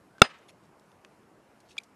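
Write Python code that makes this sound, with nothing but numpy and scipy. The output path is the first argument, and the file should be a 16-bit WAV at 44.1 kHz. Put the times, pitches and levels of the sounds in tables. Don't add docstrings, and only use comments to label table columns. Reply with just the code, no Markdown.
import sys
import numpy as np
from scipy import signal
from scipy.fft import rfft, irfft
from scipy.io import wavfile
from scipy.ndimage import uniform_filter1d

SR = 44100
rng = np.random.default_rng(int(sys.argv[2]) if len(sys.argv) > 2 else 0)


def output_pcm(signal):
    pcm = np.clip(np.atleast_2d(signal).T, -1, 1) * 32767
    wavfile.write(sys.argv[1], SR, np.round(pcm).astype(np.int16))


def voltage_ratio(decibels):
    exponent = np.asarray(decibels, float) / 20
    return 10 ** exponent


N = 85995

# start in seconds, push (pulse area) in dB, contact time in ms.
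BLOW_CONTACTS = [(.2166, -4, .9), (.2181, 3, 0.21), (.2196, -1.5, .12), (.2204, -6.5, 0.09)]


def evened(x):
    return x / np.sqrt(np.mean(x ** 2) + 1e-20)


def read(points, hz):
    f, value = np.transpose(points)
    return np.interp(np.log(hz + 1), np.log(f + 1), value)


def add(mix, s, sound):
    part = mix[round(s * SR):][:len(sound)]
    part += sound[:len(part)]


def ring(modes):
    t = np.arange(SR // 2) / SR
    return sum(voltage_ratio(db - 60 * t / t60) * np.sin(2 * np.pi * hz * t) for hz, db, t60 in modes)


def resonate(x, hz, width_hz):
    return signal.lfilter(*signal.iirpeak(min(hz, SR / 2.2), hz / width_hz, SR), x)


def contact_force():
    t, force = np.arange(N) / SR, np.zeros(N)
    for k, (s, db, ms) in enumerate(BLOW_CONTACTS):
        u = np.clip((t - s) * 1000 / ms, 0, 1)
        pulse = np.sin(np.pi * u) ** 2
        direction = 1 if k else -1
        force += direction * voltage_ratio(db) * pulse / pulse.sum()
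    return force


def splinter():
    # frequency in Hz, relative level in dB.
    tearing = [(1500, -11), (3000, 1.5), (6000, -6), (9000, 1), (12000, -10.5), (16000, -27.5)]
    level_db, rise_s, t60_s = -15, .0018, .013
    t = np.arange(2048) / SR
    spectrum = rfft(rng.standard_normal(2048)) * voltage_ratio(read(tearing, np.fft.rfftfreq(2048, 1 / SR)))
    hiss = evened(irfft(spectrum))
    return hiss * np.minimum(t / rise_s, 1) ** 2 * voltage_ratio(level_db - 60 * t / t60_s)


def blow():
    # frequency in Hz, relative level in dB, t60 in seconds before the choke.
    wood_modes = [(245, -19, .07), (415, -10, 0.034), (620, -14, .025), (780, -8, .03), (1365.3, 2, 0.015),
                  (1963, -15.5, .018), (2292, -5.5, 0.018), (2712.4, -0.5, 0.014), (3450, 1.5, 0.011),
                  (3682, -3.5, .018), (4830, -17, 0.013), (6500, -20, .01), (7000, -12, 0.011),
                  (8600, -13, 0.015), (11100, -11, .008)]
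    # frequency in Hz, level in dB, t60 in seconds.
    steel_modes = [(4994, -29, .11), (8790, -43, .17)]
    wood_db, splinter_s = -0.5, .2172
    choke_s, choke_db, choke_length_s = .2214, -7, .0012
    t, force = np.arange(N) / SR, contact_force()
    choke = np.clip((t - choke_s) / choke_length_s, 0, 1)
    wood = signal.oaconvolve(force, ring(wood_modes))[:N] * voltage_ratio(wood_db + choke_db * choke)
    wood = signal.lfilter(*signal.butter(2, 190, "high", fs=SR), wood)
    steel = signal.oaconvolve(force, ring(steel_modes))[:N]
    out = wood + steel
    add(out, splinter_s, splinter())
    return out


def sideways_blow(chop):
    ring_db, crack_db = -22, 22
    sideways = voltage_ratio(ring_db) * chop
    add(sideways, BLOW_CONTACTS[1][0], voltage_ratio(crack_db) * np.ones(1))
    return sideways


def surroundings(x):
    # delay in seconds, level in dB.
    strength = [(.006, -33), (0.013, -32), (0.025, -28), (0.034, -28), (0.045, -36), (.068, -50),
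                (.085, -45), (.1, -47), (.11, -55), (.128, -49), (.15, -54), (.185, -61), (.212, -58),
                (.23, -64), (.27, -69), (0.359, -84)]
    # frequency in Hz, slope in dB per second.
    dulling = [(200, -40), (1000, -8.5), (2500, 10), (5000, -10), (8000, -10), (11000, -40)]
    # frequency in Hz, relative level in dB.
    tone = [(100, -28), (350, -11), (700, -8), (1400, -2), (2700, -7), (4300, -16), (7500, -27),
            (9500, -34), (12000, -56)]
    taps = np.zeros(SR // 2)
    slots = np.arange(0, len(taps) - 20, 20)
    taps[slots + rng.integers(0, 20, len(slots))] = rng.choice([-1., 1.], len(slots))
    hz, t, z = signal.stft(taps, SR, nperseg=128)
    z = z * voltage_ratio(read(tone, hz)[:, None] + read(dulling, hz)[:, None] * t)
    tail = signal.istft(z, SR, nperseg=128)[1][:len(taps)]
    s, db = np.transpose(strength)
    fade = voltage_ratio(np.interp(np.arange(len(taps)) / SR, s, db, -120, -120))
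    return signal.oaconvolve(x, tail * fade)[:N]


def creak(start, length, db, first_hz, last_hz):
    harmonic_db = [-5, -18, -42, -30]
    ring_db, ring_width_hz, hiss_db, hiss_hz = -10, 80, -19, 5500
    u = np.minimum(np.arange(2000) / SR / length, 1)
    turn = 2 * np.pi * np.cumsum(first_hz + (last_hz - first_hz) * u) / SR
    slip = sum(voltage_ratio(h) * np.sin((k + 1) * turn) for k, h in enumerate(harmonic_db))
    hiss = resonate(rng.standard_normal(2000), hiss_hz, hiss_hz)
    hiss = resonate(hiss, hiss_hz, hiss_hz) * voltage_ratio(hiss_db)
    stroke = np.sin(np.pi * u ** .55) ** 1.5
    sound = (slip + hiss) * voltage_ratio(db) * stroke
    return start, sound + voltage_ratio(ring_db) * resonate(sound, last_hz, ring_width_hz)


def tick(s, db, hz, width_hz, t60, noisy):
    snap_db = 16
    t, noisy = np.arange(3000) / SR, np.clip(noisy, 0, 1)
    push = rng.standard_normal(len(t)) + voltage_ratio(snap_db) * (t == 0)
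    puff = evened(resonate(resonate(push, hz, width_hz), hz, width_hz)) / 2
    tone = np.sin(2 * np.pi * hz * t)
    return s, voltage_ratio(db - 60 * t / t60) * ((1 - noisy) * tone + noisy * puff)


def rustle(start, length, db, low_hz, high_hz):
    grain_level_db = [-1, -0.5, -0.5, -1.5, -2.5, -2.5, -4.5, -5.5]
    clicks_per_s, uneven_db, width_hz = 5000, 4, 260
    draw, t = rng.random((3, 4000)), np.arange(4000) / SR
    place = np.linspace(0, 1, len(grain_level_db))
    which = rng.integers(0, len(place), 4000)
    happens, sign = draw[0] < clicks_per_s / SR, np.sign(draw[1] - .5)
    clicks = happens * sign * voltage_ratio(-uneven_db * np.log(draw[2] + .01))
    hz = low_hz * (high_hz / low_hz) ** place * rng.uniform(.94, 0.98, len(place))
    grains = sum(voltage_ratio(grain_level_db[k]) * resonate(clicks * (which == k), f, width_hz)
                 for k, f in enumerate(hz))
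    stroke = np.sin(np.pi * np.minimum(t / length, 1)) ** 1.1
    return start, voltage_ratio(db) * evened(grains) * stroke


def swing():
    # time in seconds, frequency in Hz, rms level in dB.
    whistle = [(.07, 1233, -83), (.11, 1450, -70), (.15, 1540, -69), (.19, 1594, -68), (.212, 1617, -79.5)]
    width_hz = 22
    s, hz, db = np.transpose(whistle)
    t, r = np.arange(N) / SR, np.exp(-np.pi * width_hz / SR)
    turn = np.exp(2j * np.pi * np.cumsum(np.interp(t, s, hz)) / SR)
    noise = rng.standard_normal(N) + 1j * rng.standard_normal(N)
    slow = signal.lfilter([1 - r], [1, -r], noise)
    return evened((turn * slow).real) * voltage_ratio(np.interp(t, s, db, -120, -120))


def hush():
    # frequency in Hz, relative level in dB per Hz.
    outdoor = [(18, -48.5), (30, -15), (134, -2), (247, -4.5), (362, -2.5), (455, -5), (999, -8.5),
               (2980, -23), (3300, -27), (12000, -31.5), (13000, -35.5)]
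    # frequency in Hz, rms level in dB, width in Hz.
    faint_tones = [(201, -74, 9.4), (5420, -92.5, 39)]
    level_db, patch_db, swell_db = -60.5, 1.6, .4
    frames, hz = N // 256 + 5, np.fft.rfftfreq(1024, 1 / SR)
    a, b, patches = rng.standard_normal((frames, 513, 3)).T
    patches = uniform_filter1d(patches, size=10, axis=0)
    patches = evened(uniform_filter1d(patches, size=12, axis=1))
    swell = evened(uniform_filter1d(rng.standard_normal(frames), size=30))
    z = (a + 1j * b) * voltage_ratio(read(outdoor, hz)[:, None] + patch_db * patches + swell_db * swell)
    out = voltage_ratio(level_db) * evened(signal.istft(z, nperseg=1024, noverlap=768)[1][:N])
    return out + sum(voltage_ratio(db) * evened(resonate(rng.standard_normal(N), f, w)) for f, db, w in faint_tones)


def scene():
    # start in seconds, length in seconds, level in dB, first Hz, last Hz.
    creaks = [(1.7799, 0.0045, -21, 3330, 3450), (1.7819, 0.0082, -21, 2487, 2270),
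              (1.7857, 0.00403, -27, 3665, 4050), (1.8014, 0.0043, -45.5, 2400, 2390)]
    # start in seconds, level in dB, ring in Hz,
    # width of the puff's resonances in Hz, t60 in seconds, share of noise from 0 to 1.
    ticks = [(0.1825, -42, 1550, 5000, .035, 0.36), (.386, -56.5, 6500, 3980, 0.036, 0.71),
             (0.797, -52.5, 5500, 6000, 0.01, .9), (.917, -55.5, 2980, 4990, .02, 0.91),
             (1.0486, -40, 1900, 2800, .016, .9), (1.6032, -53, 4800, 6000, 0.044, .9),
             (1.7687, -39.5, 1342, 2020, 0.022, 0.61), (1.8352, -50, 5000, 7000, .045, 0.98)]
    # start in seconds, length in seconds,
    # rms level in dB before the stroke, nominal lowest and highest resonance in Hz.
    rustles = [(0.191, 0.015, -61.5, 2530, 9000), (.48, .032, -56, 2200, 11500),
               (0.621, 0.049, -72.5, 2500, 8010), (1.216, 0.026, -77, 2490, 4008),
               (1.641, 0.069, -77, 3944, 6000), (1.68, .064, -60, 2800, 9560),
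               (1.762, 0.023, -60, 796, 5000), (1.791, 0.039, -66, 2010, 9900)]
    chop, small = blow(), swing()
    for source, rows in ((creak, creaks), (tick, ticks), (rustle, rustles)):
        for row in rows:
            add(small, *source(*row))
    scattered = surroundings(sideways_blow(chop))
    return (chop + scattered + small + hush())[None]


def low_pass(x):
    return signal.sosfilt(signal.butter(12, 13290, fs=SR, output="sos"), x)


def record(dry):
    low_hz, high_hz, ceiling = 85, 13500, 1.0
    mic = signal.lfilter(*signal.butter(1, low_hz, "high", fs=SR), dry)
    mic = signal.lfilter(*signal.butter(2, high_hz, fs=SR), mic)
    return low_pass(np.clip(mic, -ceiling, ceiling))


dry = scene()
out = record(dry)
output_pcm(out)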